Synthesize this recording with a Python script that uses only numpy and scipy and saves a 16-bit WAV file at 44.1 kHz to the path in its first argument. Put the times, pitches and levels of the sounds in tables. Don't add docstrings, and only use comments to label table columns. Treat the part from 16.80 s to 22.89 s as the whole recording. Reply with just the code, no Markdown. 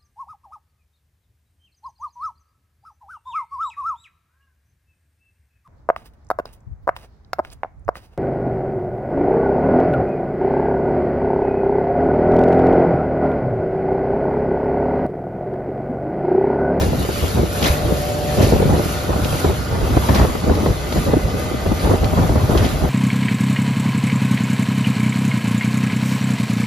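import sys
import numpy as np
from scipy import signal
from scipy.fft import rfft, irfft
from scipy.io import wavfile
from scipy.ndimage import uniform_filter1d

SR = 44100
rng = np.random.default_rng(int(sys.argv[2]) if len(sys.argv) > 2 else 0)


def log_audio(samples):
    frames = np.atleast_2d(samples).T
    limited = np.clip(frames, -1, 1)
    pcm = np.round(limited * 32767).astype(np.int16)
    wavfile.write(sys.argv[1], SR, pcm)


N = 268569
T, HZ = np.arange(N) / SR, np.fft.rfftfreq(N, 1 / SR)

# pitch_hz, likeness (1 same, 0 unrelated, -1 opposite)
WIND_LIKENESS = [(50, .95), (100, .9), (200, .69), (400, .62), (700, .45), (1000, .15), (1500, -.25),
                 (2000, .3), (8000, .2)]
# pitch_hz, likeness
WATER_LIKENESS = [(100, .85), (500, .62), (900, .15), (1250, -.05), (1600, -.6), (1750, .68), (2500, .5),
                  (5000, .42), (6500, .55), (7500, .82), (8300, .97), (10000, .85), (12000, .96),
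                  (14000, .85)]


def amp(db):
    return 10 ** (np.asarray(db) / 20)


def unit(x):
    return x / np.sqrt(np.mean(x ** 2) + 1e-20)


def over_time(rows):
    times, *columns = np.transpose(rows)
    return [np.interp(T, times, column) for column in columns]


def over_pitch(rows):
    hz, value = np.transpose(rows)
    return np.interp(np.log(HZ + 1), np.log(hz + 1), value)


def wander(hz):
    return unit(irfft(rfft(rng.standard_normal(N)) * np.exp(-(HZ / hz) ** 2), N))


def white():
    return rng.standard_normal((2, N))


def treble(x, corner_hz):
    return irfft(rfft(x) * (1 - 1 / (1 + (HZ / corner_hz) ** 6)), N)


def steady(x, span_s):
    window = np.hanning(max(int(span_s * SR), 9))
    power = signal.fftconvolve((x ** 2).mean(0), window / window.sum(), "same")
    return x / np.sqrt(power + 1e-9)


def patchy(x, depth_db, span_hz, span_s, size):
    frames = dict(nperseg=size, noverlap=size * 3 // 4)
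    spectrum = signal.stft(x, **frames)[2]
    drift = rng.standard_normal(spectrum.shape[1:])
    for axis, span in enumerate((span_hz * size / SR, span_s * 4 * SR / size)):
        drift = uniform_filter1d(drift, max(round(span), 1), axis)
    return signal.istft(spectrum * amp(depth_db * unit(drift)), **frames)[1][:, :N]


def strike(start_s, rise_s, decay_s):
    age = T - start_s
    return np.clip(age / rise_s, 0, 1) * np.exp(-np.maximum(age - rise_s, 0) / decay_s)


def ports(pair, gain, likeness):
    # pitch_hz, level_db
    balance = [(50, 0), (500, .6), (720, 1.6), (980, .8), (1200, -2.2), (1500, -3.7), (1630, -3.4),
               (1720, 2), (2300, 1.6), (3000, .8), (4000, .8), (4800, 2), (6000, 1), (8000, 0)]
    # pitch_hz, phase_radians
    left_lead = [(50, -.1), (300, -.25), (700, -.45), (1300, 0), (2000, .3), (3100, .9), (4800, .2),
                 (6500, -1.35), (8300, -3.14), (10000, -4.8), (12000, -6.3), (15300, -9.2)]
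    same = np.clip(over_pitch(likeness), -1, 1)
    lean = amp(over_pitch(balance) / 2)
    common, apart = rfft(pair) * gain * np.sqrt([1 + same, 1 - same])
    left = (common + apart) * lean
    right = (common - apart) / lean * np.exp(-1j * over_pitch(left_lead))
    return unit(irfft(np.array([left, right]), N))


def thumps(rise_s=.0082, decay_s=.014):
    # peak_s, level_db
    eddies = [(.091, -22), (.445, -21), (1.644, -12), (1.745, -13), (1.86, -13), (1.907, -13), (2.428, -14),
              (3.029, -15), (3.129, -15), (3.175, -10), (3.31, -9.5), (3.42, -9), (3.707, -12),
              (3.899, -10.5), (4.188, -15.5), (4.359, -15), (4.45, -13.5), (4.545, -19), (5.059, -14),
              (5.216, -15), (5.424, -16), (5.504, -13.5), (5.57, -10.5), (5.641, -11.5), (5.77, -14),
              (5.812, -12.5)]
    level = 0
    for peak_s, db in eddies:
        distance = np.maximum((peak_s - T) / rise_s, (T - peak_s) / decay_s)
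        level += amp(db) * np.exp(-np.minimum(distance ** 2 / 2, 20))
    return level


def headwind(rise_s=.02, fall_s=.022, throb_hz=8.8, throb_db=1.3, throb_delay_s=.034):
    # start_s, length_s, rumble_db, flutter_db
    gusts = [(0, 0.11, -19.5, -22), (0.172, 0.051, -24, -25.5), (0.418, .025, -19, -24.5),
             (0.549, 0.086, -17, -20), (0.817, 0.05, -25, -20.5), (1.038, 0.029, -19, -25.5),
             (1.08, 0.044, -18.5, -20.5), (1.573, 0.12, -17, -17.5), (1.712, 0.047, -16, -20.5),
             (1.788, 0.22, -19, -18.5), (2.292, 0.12, -23.5, -25.5), (2.52, 0.029, -22, -24.5),
             (2.641, 0.075, -16.5, -21), (2.777, 0.03, -24, -41), (2.896, 0.088, -21.5, -25),
             (3, 0.25, -21, -24.5), (3.288, .09, -18, -22.5), (3.378, 0.067, -15.5, -18),
             (3.468, 0.037, -23, -25.5), (3.66, 0.079, -16.5, -19), (3.76, 0.15, -22, -20.5),
             (4.142, 0.036, -22, -21), (4.262, 0.11, -21, -20.5), (4.428, 0.173, -27.5, -27),
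             (4.734, .05, -29, -37), (4.86, 0.098, -19.5, -26.5), (5.028, 0.039, -22, -21),
             (5.088, 0.064, -16, -20), (5.216, 0.052, -17, -23), (5.321, 0.017, -17, -24),
             (5.366, 0.082, -16.5, -19), (5.5, 0.13, -21, -23.5), (5.684, 0.18, -20, -21),
             (5.918, 0.044, -22, -32), (6.015, .043, -16.5, -23)]
    # pitch_hz, level_db
    rumble_tone = [(22, -55), (43, -6.5), (65, 0.5), (90, -1), (130, -7.5), (200, -15.5), (400, -53),
                   (1500, -97)]
    # pitch_hz, level_db
    flutter_tone = [(30, -33), (90, -21), (150, -1), (300, -4), (500, -6), (680, -10), (850, -13),
                    (1200, -19), (1600, -31.5), (1800, -28.5), (4500, -83), (14000, -134)]
    rumble_power, flutter_power = amp(-26) ** 2, amp(-30.5) ** 2
    for start_s, length_s, rumble_db, flutter_db in gusts:
        age = T - start_s
        gust = np.clip(age / rise_s + .5, 0, 1) * np.exp(-np.maximum(age - length_s, 0) / fall_s)
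        gust *= amp(throb_db * np.cos(2 * np.pi * throb_hz * (age - throb_delay_s)))
        rumble_power += (amp(rumble_db) * gust) ** 2
        flutter_power += (amp(flutter_db) * gust) ** 2
    rumble_power += thumps() ** 2
    rumble = steady(ports(white(), amp(over_pitch(rumble_tone)), WIND_LIKENESS), span_s=.055)
    lumps = patchy(white(), depth_db=3, span_hz=298, span_s=.017, size=512) * amp(1.36 * wander(98))
    flutter = steady(ports(lumps, amp(over_pitch(flutter_tone)), WIND_LIKENESS), span_s=.04)
    waver = amp(.86 * wander(22))
    return waver * (np.sqrt(rumble_power) * rumble + np.sqrt(flutter_power) * flutter)


def buffets(rise_s=.0014, decay_s=.0064, middle_hz=272.7):
    # peak_s, level_db, pitch_hz
    eddies = [(0.031, -14, 260), (.132, -15, 351), (.148, -16.5, 250), (.25, -18, 400), (.29, -15, 372),
              (.575, -15.5, 280), (.595, -14.5, 210), (.633, -10.5, 279), (1.06, -19.5, 230),
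              (1.123, -13, 220), (1.585, -15, 253), (1.606, -11, 275), (1.629, -11, 190),
              (1.724, -8.5, 362), (1.735, -8, 280), (1.761, -13.5, 315), (1.801, -11, 416),
              (1.826, -11.5, 360), (1.854, -16, 180), (1.894, -14, 268), (1.935, -15, 295),
              (1.996, -12.5, 325), (2.058, -15.5, 250), (2.292, -16, 268), (2.359, -16.5, 282),
              (2.392, -17, 285), (2.456, -14.5, 200), (2.645, -10.5, 360), (2.659, -17, 250),
              (2.699, -14.5, 345), (3.109, -16, 220), (3.17, -7, 289), (3.291, -10, 370), (3.306, -17, 211),
              (3.358, -13, 330), (3.397, -11.5, 239), (3.449, -13, 310), (3.552, -17, 295),
              (3.641, -13.5, 280), (3.696, -10.5, 320), (3.713, -10.5, 244), (3.861, -10.5, 427),
              (4.123, -16, 335), (4.161, -15, 360), (4.278, -17.5, 285), (4.336, -6.5, 330),
              (4.369, -9.5, 270), (4.542, -16.5, 240), (4.715, -18, 302), (4.744, -16, 240),
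              (4.861, -14.5, 345), (4.918, -10, 234), (5.074, -14, 348), (5.096, -17, 338),
              (5.114, -11, 307), (5.139, -11.5, 268), (5.232, -13.5, 251), (5.333, -14.5, 244),
              (5.389, -13, 250), (5.494, -13.5, 330), (5.558, -10.5, 240), (5.696, -12.5, 250),
              (5.752, -8.5, 247), (5.846, -15, 272), (6.04, -13.5, 290)]
    # pitch_hz, level_db
    tone = [(20, -34), (65, -22), (130, -5.5), (300, 0), (500, -8.5), (700, -10.5), (900, -24.5),
            (1250, -24.5), (1800, -38), (4500, -84), (14000, -97)]
    air = steady(ports(white(), amp(over_pitch(tone)), WIND_LIKENESS), span_s=.009)
    out = np.zeros((2, N))
    for peak_s, db, hz in eddies:
        near = slice(*np.searchsorted(T, (peak_s - 4 * rise_s, peak_s + 4 * decay_s)))
        age = T[near] - peak_s
        retuned = np.array([np.interp(peak_s + age * hz / middle_hz, T, side) for side in air])
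        puff = np.exp(-np.maximum(-age / rise_s, age / decay_s) ** 2 / 2)
        out[:, near] += amp(db) * puff * retuned
    return out


def facing_wind(air):
    # time_s, treble_db
    exposure = [(0, -7.5), (1.1, -3), (1.7, -7), (2.3, 5), (2.7, -0.5), (3.4, 7.5), (3.7, 1), (4.35, -3.5),
                (5.1, 4), (5.4, 4), (5.8, 3), (6.09, -2)]
    (treble_db,) = over_time(exposure)
    return air + (amp(treble_db) - 1) * treble(air, corner_hz=900)


def drops(per_s, spread_db):
    size = amp(spread_db * np.minimum(rng.exponential(1, (2, N)), 4))
    return unit(white() * size * (rng.random((2, N)) < per_s / SR))


def surges(width_scale):
    # crest_s, level_db, half_width_s (before width_scale)
    waves = [(.01, -36, 0.056), (.22, -41.5, .04), (.43, -35, 0.12), (.86, -32, 0.09), (1.22, -37.5, 0.12),
             (1.63, -33.5, 0.13), (2.08, -36, 0.14), (2.57, -34.5, 0.12), (3.08, -43, 0.052),
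             (3.33, -35, 0.14), (3.86, -40.5, 0.077), (4.2, -38, 0.085), (4.63, -42, 0.045),
             (5.06, -39, 0.085), (5.43, -40.5, 0.084), (5.819, -37.5, 0.13)]
    power = sum(amp(db) ** 2 * np.exp(-((T - crest_s) / (width * width_scale)) ** 2 / 2)
                for crest_s, db, width in waves)
    return np.sqrt(power)


def wash(calm_rush_db=-30.5, calm_spray_db=-40, rush_boost_db=8):
    # pitch_hz, level_db
    rush_tone = [(25, -24), (100, 16), (300, 15), (550, 11), (900, 5), (1300, 6), (1600, 4.5), (1750, 2),
                 (2600, 2), (4600, 0.5), (5600, -4.5), (7500, -3.5), (10000, -112), (16000, -40)]
    # pitch_hz, level_db
    spray_tone = [(2500, -30), (4700, -7), (6500, -1.5), (8300, -1.3), (9500, 1.2), (11500, .3),
                  (13000, -2.5), (14500, -7.5)]
    churn = white() * amp(.12 * wander(52)) + .5 * drops(per_s=1700, spread_db=2)
    mist = white() * amp(.79 * wander(45)) + .084 * drops(per_s=2700, spread_db=14)
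    churn, mist = (patchy(x, depth_db=2.5, span_hz=170, span_s=.04, size=1024) for x in (churn, mist))
    rush = ports(churn, amp(over_pitch(rush_tone)), WATER_LIKENESS)
    spray = ports(mist, amp(over_pitch(spray_tone)), WATER_LIKENESS)
    turn_db = np.interp(T, (1.9, 3.4), (0, -1.4))
    rush_level = np.hypot(amp(calm_rush_db), amp(rush_boost_db) * surges(width_scale=.78))
    spray_level = np.hypot(amp(calm_spray_db + turn_db), surges(width_scale=.79))
    return rush_level * rush + spray_level * spray


def showers():
    # start_s, level_db
    sheets = [(.19, -33), (.725, -30), (.872, -24), (.93, -35), (1.615, -36), (2.6, -32), (4.59, -33),
              (5.825, -37)]
    # pitch_hz, level_db
    tone = [(2000, -25), (5000, -8), (8000, -2), (11000, 0), (14500, -4)]
    level = sum(amp(db) * strike(start_s, rise_s=.005, decay_s=.014) for start_s, db in sheets)
    fizz = white() + drops(per_s=2500, spread_db=3)
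    return level * ports(fizz, amp(over_pitch(tone)), WATER_LIKENESS)


def smacks():
    # start_s, level_db
    crests = [(.826, -21), (.84, -20), (.869, -23), (.88, -23), (2.445, -22.5), (3.346, -22.5),
              (3.751, -27.5), (4.124, -23), (5.243, -23), (5.775, -17.5), (5.847, -26.5)]
    # pitch_hz, level_db
    tone = [(300, -12), (1200, -6), (2000, -2), (3000, 0), (4600, -2), (6000, -10), (9000, -20),
            (15000, -30)]
    level = sum(amp(db) * strike(start_s, rise_s=.0007, decay_s=.0065) for start_s, db in crests)
    return level * ports(white(), amp(over_pitch(tone)), WATER_LIKENESS)


def splashes():
    # start_s, level_db, rise_s, decay_s, treble_db
    bursts = [(.008, -26, .0091, .02, 3.5), (.825, -23, .0036, 0.012, -2), (0.84, -18.5, 0.0052, 0.023, 0),
              (.855, -21, .004, 0.061, -1), (1.612, -26, 0.011, 0.054, 6), (2.59, -40, .011, .03, 0),
              (3.286, -22.5, 0.0015, 0.012, -3), (3.347, -23, .0027, 0.059, 2.5),
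              (5.772, -27, .005, .072, -1), (5.83, -31, 0.012, 0.084, 0)]
    # pitch_hz, level_db
    tone = [(60, -14), (200, 2), (420, 8.5), (1400, 7.3), (2100, 6.3), (3000, .8), (4600, -.3),
            (6000, -5.5), (10000, -13), (15000, -20)]
    crackle = white() + drops(per_s=1100, spread_db=3)
    crackle = patchy(crackle, depth_db=3, span_hz=900, span_s=.006, size=256)
    crackle = steady(ports(crackle, amp(over_pitch(tone)), WATER_LIKENESS), span_s=.012)
    fine = treble(crackle, corner_hz=2900)
    return sum(amp(db) * strike(start_s, rise_s, decay_s) * (crackle + (amp(treble_db) - 1) * fine)
               for start_s, db, rise_s, decay_s, treble_db in bursts)


def hull_boom(start_s=.9, level_db=-5, pitch_hz=72.6, rise_s=.0033, decay_s=.023):
    age = np.maximum(T - start_s, 0)
    level = amp(level_db) * np.minimum(age / rise_s, 1) * np.exp(-age / decay_s)
    return level * np.sin(2 * np.pi * pitch_hz * age)


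def resonances(modes):
    return sum(amp(db) / (1 + (2 * (HZ - hz) / width_hz) ** 2) for hz, width_hz, db in modes)


def follow_speed(x, firing_hz):
    place = np.cumsum(firing_hz / firing_hz.mean())
    return np.array([np.interp(place, np.arange(N), side) for side in x])


def outboard():
    # time_s, firing_hz
    speed = [(0, 141.3), (.18, 142), (.4, 145), (.58, 146.5), (.78, 145.8), (1.0, 147.6), (1.18, 147.8),
             (1.33, 146.8), (1.52, 148.5), (1.9, 147.8), (2.2, 149.3), (2.8, 151), (3.1, 150.8),
             (3.55, 151.8), (4.4, 151.3), (4.6, 152), (5.0, 151.9), (6.09, 153.5)]
    # time_s, drone_db, rasp_db, whine_db
    levels = [(0, -42, -47, -62), (.6, -34.5, -40, -62), (.95, -25.5, -43, -40), (1.3, -25.5, -43, -49),
              (1.55, -25, -55, -57), (1.7, -30, -42, -45), (2.0, -31, -39, -40), (2.5, -33, -36, -51),
              (3.0, -42, -39, -40.5), (3.6, -38, -55, -40), (4.1, -35.5, -41.5, -40.5),
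              (4.6, -35.5, -50, -35.5), (5.2, -31, -43, -41), (6.09, -34, -40, -41)]
    # multiple_of_firing_rate, relative_db
    exhaust = [(.5, -11.5), (1, -5), (1.5, -17), (2.5, -12.5), (3, -10), (3.5, -23), (4, -0.5), (5, -6)]
    # pitch_hz, width_hz, level_db
    housing = [(278, 84, -5.5), (496, 94, -4.5), (635, 100, -8), (790, 160, -10.5)]
    # pitch_hz, width_hz, level_db
    casing = [(1270, 150, -5), (1430, 120, 0), (1560, 60, -9)]
    # pitch_hz, width_hz, level_db
    gears = [(1190, 110, -1.5), (1480, 110, -7.5), (2003, 115, -4.7), (2510, 130, -15)]
    # pitch_hz, likeness
    likeness = [(500, .62), (1200, .3), (1450, .45), (2000, .55), (5000, .42)]
    (firing_hz,) = over_time(speed)
    drone_db, rasp_db, whine_db = over_time(levels)
    unsteady = 1 + .0065 * wander(12) + .0125 * wander(70)
    phase = 2 * np.pi * np.cumsum(firing_hz * unsteady) / SR
    tones = np.zeros((2, N))
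    for multiple, db in exhaust:
        lag = np.array([[0], [.14]]) * multiple
        level = amp(db + 1.6 * wander(21))
        tones += level * np.cos(multiple * phase + 2 * np.pi * rng.random() - lag)
    pulses = 1 + 1.2 * np.cos(phase)
    growl, rasp, whine = (ports(white() * pulses, resonances(part), likeness)
                          for part in (housing, casing, gears))
    drone = unit(tones) + amp(-5.5) * growl
    return amp(drone_db) * drone + amp(rasp_db) * rasp + amp(whine_db) * follow_speed(whine, firing_hz)


def scene():
    water = wash() + splashes() + smacks() + hull_boom() + showers()
    return water + outboard() + facing_wind(headwind() + buffets())


def record(dry, ceiling=.95, cutoff_hz=14500):
    rounded = dry / (1 + (dry / ceiling) ** 8) ** (1 / 8)
    low_pass = signal.firwin(511, cutoff_hz, window=("kaiser", 9), fs=SR)
    return signal.oaconvolve(rounded, low_pass[None], "same")


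dry = scene()
out = record(dry)
log_audio(out)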